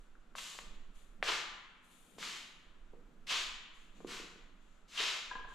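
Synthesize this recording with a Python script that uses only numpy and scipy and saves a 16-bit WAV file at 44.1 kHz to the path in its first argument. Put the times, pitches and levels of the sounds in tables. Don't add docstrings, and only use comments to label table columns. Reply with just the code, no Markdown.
import sys
import numpy as np
from scipy import signal
from scipy.fft import rfft, irfft, next_fast_len
from scipy.io import wavfile
from scipy.ndimage import uniform_filter1d

SR = 44100
rng = np.random.default_rng(int(sys.argv[2]) if len(sys.argv) > 2 else 0)


def wav_out(sig):
    wavfile.write(sys.argv[1], SR, np.round(np.clip(np.atleast_2d(sig).T, -1, 1) * 32767).astype(np.int16))


N = 244696
TIME = np.arange(N) / SR

# (touch-down [s], time to full pressure [s], slide [s], relative level [dB],
# first touch against full pressure [dB], easing over the slide [dB], weight as low-band lift [dB],
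# speed as high-band lift [dB], relative boom level [dB])
STEPS = [(0.353, 0.043, 0.21, -45.5, -8, -10, -14.5, 0.5, -65),
         (1.231, 0.059, 0.13, -33, -10, -11.5, -6.5, -10.5, -61),
         (2.178, 0.06, 0.23, -40.5, -12, -17, -12, -6, -58),
         (3.265, 0.045, 0.16, -31.5, -19.5, -11, -12, -10, -76),
         (4.066, 0.047, 0.14, -43.5, -10, -11, -7.5, -5.5, -55),
         (4.875, 0.13, 0.21, -31.5, -35, -13.5, -13.5, -11, -79)]
# (frequency [Hz], level [dB])
SOLE_SPECTRUM = [(88, -43), (150, -29.5), (244, -16), (284, -24.5), (366, -9.5), (480, -15), (655, -10.5),
                 (826, -11), (1040, -1.5), (2180, -2), (3400, -2), (7390, -14), (8640, -23), (12500, -31),
                 (15400, -50)]
# (frequency [Hz], share of the lift [ratio])
WEIGHT_EQ = [(200, 1), (450, 0.87), (800, 0.65), (1500, 0.84), (3000, 0)]
# (frequency [Hz], share of the lift [ratio])
SPEED_EQ = [(3000, 0.02), (5500, 0.19), (7500, 0.89), (10000, 0.97), (14000, 1.2)]
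# (time [s], length [s], relative level [dB])
GRIPS = [(0.379, 0.014, -50), (1.266, 0.034, -38.5), (3.274, 0.017, -53), (3.291, 0.077, -42),
         (4.971, 0.025, -37.5)]
# (frequency [Hz], level [dB])
GRIP_SPECTRUM = [(1200, -53), (2100, -37), (2600, 3), (3000, 3.5), (3500, -3), (4300, -6), (7000, -73)]
# (time [s], relative peak [dB], pitch [Hz], bandwidth over pitch [ratio], shudder [dB])
BLOWS = [(0.153, -56, 1450, 0.17, -16), (0.3531, -33, 1080, 0.9, -18), (0.3832, -36, 2070, 2.3, -4),
         (0.5492, -47.5, 695, 1.6, -11), (0.5889, -26.5, 1140, 2.94, -24), (1.2272, -18, 1850, 0.64, -26),
         (1.2276, -28, 616, 0.62, -13.5), (1.2312, -27, 2840, 0.74, -18), (1.287, -29.5, 910, 1.24, -1.5),
         (2.184, -40.5, 487, 1.3, -16.5), (2.228, -33, 1640, 0.84, -12), (2.9337, -47.5, 490, 0.4, -3),
         (3.2723, -36.5, 2210, 0.5, -13), (3.319, -46, 443, 0.59, -9), (4.0046, -44, 375, 1.9, -9.5),
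         (4.0473, -34, 351, 0.86, -14.5), (4.1992, -41, 380, 0.62, -16), (4.3591, -49, 257, 1.4, -7.5),
         (5.0011, -40.5, 440, 0.8, -12)]
# (frequency [Hz], gain [dB])
BLOW_TOP_EQ = [(4000, -1), (7500, -10), (9000, -3), (15000, -18)]
# (frequency [Hz], relative level [dB], t60 [s])
FLOOR_MODES = [(190, -13, 0.5), (354, 0, .22), (471, 0, 0.29), (647, -5, .25), (1080, 8, 0.13),
               (1190, 9, 0.31)]
# (frequency [Hz], level [dB])
BOOM_SPECTRUM = [(80, -33), (125, -8.5), (175, 3), (250, 0), (380, -8), (700, -16), (1500, -41.5)]
# (time [s], length [s], relative level [dB])
BOARD_FLEXES = [(0.62, 0.18, -67), (2.91, 0.4, -66)]
# (time [s], low mode drive [dB], high mode drive [dB])
HARD_CONTACTS = [(5.310, -32, -27), (5.351, -37.5, -28.5), (5.391, -37, -51), (5.441, -39.5, -37),
                 (5.512, -57, -40)]
# (low mode drive [dB], high mode drive [dB])
LIGHT_CONTACT_DB = [-42.5, -34]
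# (frequency [Hz], t60 [s])
RATTLE_MODES = [(1022, 0.071), (1634, 0.038)]
# (frequency [Hz], level [dB])
CLATTER_SPECTRUM = [(100, -5), (300, -1), (650, 0), (1300, 4.5), (2300, -21), (3500, -18), (6000, -49)]
# (time [s], length [s], level [dB], extra top treble [dB])
BRUSHES = [(-0.07, 0.06, -77, 5), (0.919, 0.091, -71, 5.5), (1.808, 0.069, -76.5, 11),
           (1.88, 0.55, -74, 10.5), (3.71, 0.12, -70, -2), (3.928, 0.41, -72, -5), (4.58, 0.2, -78.5, -2),
           (5.455, 0.091, -68.5, -3)]
# (frequency [Hz], level [dB])
CLOTH_SPECTRUM = [(1000, -3), (3500, 8.5), (5300, -6), (7000, 6.5), (8500, -5), (10000, -7), (13000, -13.5),
                  (15500, -37)]
# (frequency [Hz], gain [dB])
BRUSH_TOP_EQ = [(7000, -25), (8500, 0.5)]
# (frequency [Hz], t60 [s])
HALL_DECAY = [(150, 1.1), (400, 0.49), (900, 1.23), (1700, 1.13), (3300, 1.01), (5300, 0.59), (7200, 0.66),
              (9000, 0.32), (14000, 0.24)]
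# (frequency [Hz], gain [dB])
HALL_EQ = [(150, -3.5), (500, -3), (1100, -5), (3500, -4.5), (5300, -6.5), (7200, -3.5), (9500, -10),
           (14000, -34)]
# (time [s], relative level [dB])
SWAY_LEVEL = [(0, -52), (0.55, -68.5), (0.7, -47.5), (1.15, -55), (1.45, -65.5), (2.35, -69.5), (2.8, -54),
              (3.3, -61), (3.57, -52), (3.75, -58.5), (4.55, -57), (5.2, -63.5), (5.5, -49)]
# (frequency [Hz], level [dB])
SWAY_SPECTRUM = [(4, -10.5), (12, 5), (22, -3), (35, -10), (55, -29.5), (100, -41), (250, -71)]
# (frequency [Hz], level [dB])
AIR_SPECTRUM = [(35, -21), (60, 1.5), (95, -13), (192, 2), (463, -7), (672, -9), (867, -11), (1350, -6),
                (1960, -14), (3410, -17.5), (5190, -27.5), (7350, -23), (9490, -35.5), (12200, -37),
                (15400, -57)]
# (frequency [Hz], correlation [ratio])
PORT_CORRELATION = [(30, 1), (400, 0.74), (1000, 0.62), (3000, 0.4), (4800, 0.66), (7500, 0.38),
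                    (10500, 0.44), (12500, 0.11)]
# (frequency [Hz], left over right [dB])
PORT_BALANCE = [(30, -5), (120, -2), (500, 0.5), (1400, 3), (3200, 0.8), (7000, 2), (12000, 5.5)]


def scuff(press_s, slide_s, db, touch_db, ease_db, weight_db, speed_db, slips_per_s=7000):
    t = np.arange(0, press_s + slide_s + 0.25, 1 / SR)
    landing_db = touch_db * np.maximum(1 - t / press_s, 0)
    slid = np.clip((t - press_s) / slide_s, 0, 1)
    size = amp(2 * np.minimum(rng.exponential(1, (2, SR)), 4))
    slips = unit(size * rng.choice([-1, 1], size.shape) * (rng.random(size.shape) < slips_per_s / SR))
    friction = pair(slips + rng.standard_normal(size.shape), diffuse=0.28)
    rub = unit(colour(friction, SOLE_SPECTRUM)[:, :len(t)])
    load_db = weight_db - 9.5 * np.exp(-t / 0.083) - 6.5 * slid
    skim_db = speed_db - 0.28 * landing_db
    neutral_weight_db, neutral_speed_db = -12, -10
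    hz, frames, spectra = signal.stft(rub, SR, nperseg=256)
    deep_db = np.outer(read(WEIGHT_EQ, hz), np.interp(frames, t, load_db) - neutral_weight_db)
    bright_db = np.outer(read(SPEED_EQ, hz), np.interp(frames, t, skim_db) - neutral_speed_db)
    rub = signal.istft(spectra * amp(deep_db + bright_db), SR)[1][:, :len(t)]
    attack_s, lift_s, trim_db = 0.007, 0.064, -2.5
    contact = np.minimum(t / attack_s, 1) * np.exp(-np.maximum(t - press_s - slide_s, 0) / lift_s)
    judder_db = 0.66 * unit(uniform_filter1d(rng.standard_normal(SR), size=300))[:len(t)]
    return rub * contact * amp(db + trim_db + landing_db + ease_db * slid ** 1.75 + judder_db)


def chirrs():
    return swells(GRIPS, rise_s=0.0045, fall_s=0.01) * noise(GRIP_SPECTRUM)


def knock(db, hz, width, shudder_db, skirt_db=21, shudder_s=0.011):
    t = np.arange(4096) / SR
    ratio = (abs(np.fft.fftfreq(len(t), 1 / SR)) + 10) / hz
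    log_gain = np.log(amp(-skirt_db * np.log10(1 + ((ratio - 1 / ratio) / width) ** 2)))
    blow = np.fft.ifft(np.exp(np.conj(signal.hilbert(log_gain)))).real
    blow /= abs(blow).max()
    shakes = pair(rng.standard_normal((2, len(t)))) * np.exp(-t / shudder_s)
    shudder = signal.fftconvolve(shakes, blow[None] / np.linalg.norm(blow), axes=1)[:, :len(t)]
    return amp(db) * (blow + amp(shudder_db) * shudder)


def floor_ring(knocks, trim_db=-1):
    t = np.arange(SR // 2) / SR
    ring = 0
    for hz, db, t60 in FLOOR_MODES:
        fade = decay(t, t60)
        ring += 2 * amp(db + trim_db) * fade / fade.sum() * np.cos(2 * np.pi * hz * t)
    return signal.fftconvolve(knocks, ring[None], axes=1)[:, :N]


def boom(rise_s=0.097, fall_s=0.25):
    load = sum(amp(db) * np.exp(np.minimum((TIME - s) / rise_s, (s - TIME) / fall_s))
               for s, *_, db in STEPS)
    flex = swells(BOARD_FLEXES, rise_s=0.014, fall_s=0.13)
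    return (load + flex) * noise(BOOM_SPECTRUM)


def rattle(swell_s=0.0044, detune=0.014, trim_db=-1, clatter_db=-17):
    ring, touch = np.zeros((2, N)), np.zeros((1, N))
    t = np.arange(SR // 4) / SR
    attack = 1 - np.exp(-(t / swell_s) ** 2)
    for s, *levels in list(HARD_CONTACTS) + chatter():
        for db, (hz, t60) in zip(levels, RATTLE_MODES):
            envelope = amp(db + trim_db) * attack * decay(t, t60)
            pitch = hz * (1 + detune * rng.standard_normal())
            add(ring, s, envelope * np.sin(2 * np.pi * pitch * t))
            add(touch, s, envelope)
    return ring + amp(clatter_db) * touch * noise(CLATTER_SPECTRUM)


def chatter(count=12, per_s=52, fade_db_per_s=-46, uneven_db=3):
    after_s = (np.arange(count) + 1 + rng.uniform(-0.5, 0.49, count)) / per_s
    levels = LIGHT_CONTACT_DB + fade_db_per_s * after_s[:, None]
    levels += uneven_db * rng.standard_normal((count, 2))
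    return list(np.column_stack([HARD_CONTACTS[0][0] + after_s, levels]))


def swishes(rise_s=0.039, fall_s=0.1):
    hiss = noise(CLOTH_SPECTRUM)
    top = colour(hiss, BRUSH_TOP_EQ)
    body_gain = swells([(s, length, db) for s, length, db, _ in BRUSHES], rise_s, fall_s)
    top_gain = swells([(s, length, db + extra) for s, length, db, extra in BRUSHES], rise_s, fall_s)
    return body_gain * (hiss - top) + top_gain * top


def hall(x, reflections_per_s=4000, build_s=0.005):
    t = np.arange(SR * 3 // 2) / SR
    taps = rng.standard_normal((2, len(t))) * (rng.random((2, len(t))) < reflections_per_s / SR)
    hz, frames, spectra = signal.stft(pair(taps), SR, nperseg=256)
    t60 = read(HALL_DECAY, hz)[:, None]
    tail = signal.istft(spectra * decay(frames, t60) / np.sqrt(t60), SR)[1][:, :len(t)]
    tail *= 1 - np.exp(-t / build_s)
    tail = colour(tail / np.linalg.norm(tail[0]), HALL_EQ)
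    return signal.fftconvolve(x.mean(0)[None], tail, axes=1)[:, :N]


def sway():
    return amp(np.interp(TIME, *np.transpose(SWAY_LEVEL))) * noise(SWAY_SPECTRUM)


def air():
    return noise(AIR_SPECTRUM)


def amp(db):
    return 10 ** (np.asarray(db) / 20)


def unit(x):
    return x / np.sqrt(np.mean(x ** 2) + 1e-20)


def decay(t, t60):
    return np.exp(-np.log(1000) * t / t60)


def swells(rows, rise_s, fall_s):
    return sum(amp(db) * np.clip((TIME - s) / rise_s, 0, 1) ** 2
               * np.exp(-np.maximum(TIME - s - length, 0) / fall_s) for s, length, db in rows)


def read(points, hz):
    point_hz, value = np.transpose(points)
    return np.interp(np.log(hz + 1), np.log(point_hz + 1), value)


def bins(x):
    return np.fft.rfftfreq(x.shape[-1], 1 / SR)


def colour(x, points):
    n = next_fast_len(x.shape[-1])
    gain = amp(read(points, np.fft.rfftfreq(n, 1 / SR)))
    return irfft(rfft(x, n) * gain, n)[..., :x.shape[-1]]


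def panned(x, pan_db):
    return x * amp(np.array([[0.5], [-0.5]]) * pan_db)


def pair(x, diffuse=1):
    alike = np.clip(read(PORT_CORRELATION, bins(x)), 0, 1) ** diffuse
    mid, side = rfft(x) * np.sqrt([(1 + alike) / 2, (1 - alike) / 2])
    return irfft(np.array([mid + side, mid - side]), x.shape[-1])


def noise(points):
    return unit(colour(pair(rng.standard_normal((2, N))), points))


def add(mix, s, sound):
    part = mix[:, max(round(s * SR), 0):][:, :sound.shape[-1]]
    part += sound[..., :part.shape[-1]]


def scene():
    rubs, knocks, loose_part = chirrs(), np.zeros((2, N)), rattle()
    for s, *stroke, _ in STEPS:
        add(rubs, s, scuff(*stroke))
    for s, *blow in BLOWS:
        add(knocks, s, knock(*blow))
    knocks = colour(knocks + floor_ring(knocks), BLOW_TOP_EQ)
    reverb = hall(rubs + amp(-2) * knocks + loose_part)
    cloth = panned(swishes(), pan_db=5)
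    rumble = amp(0.5) * sway()
    steps = rubs + knocks + amp(-4) * boom()
    return steps + loose_part + cloth + reverb + rumble + amp(-69.5) * air()


def record(dry, cutoff_hz=15600):
    heard = irfft(panned(rfft(dry), read(PORT_BALANCE, bins(dry))), N)
    low_pass = signal.firwin(511, cutoff_hz, window=("kaiser", 9), fs=SR)
    return signal.oaconvolve(heard, low_pass[None], "same")


dry = scene()
out = record(dry)
wav_out(out)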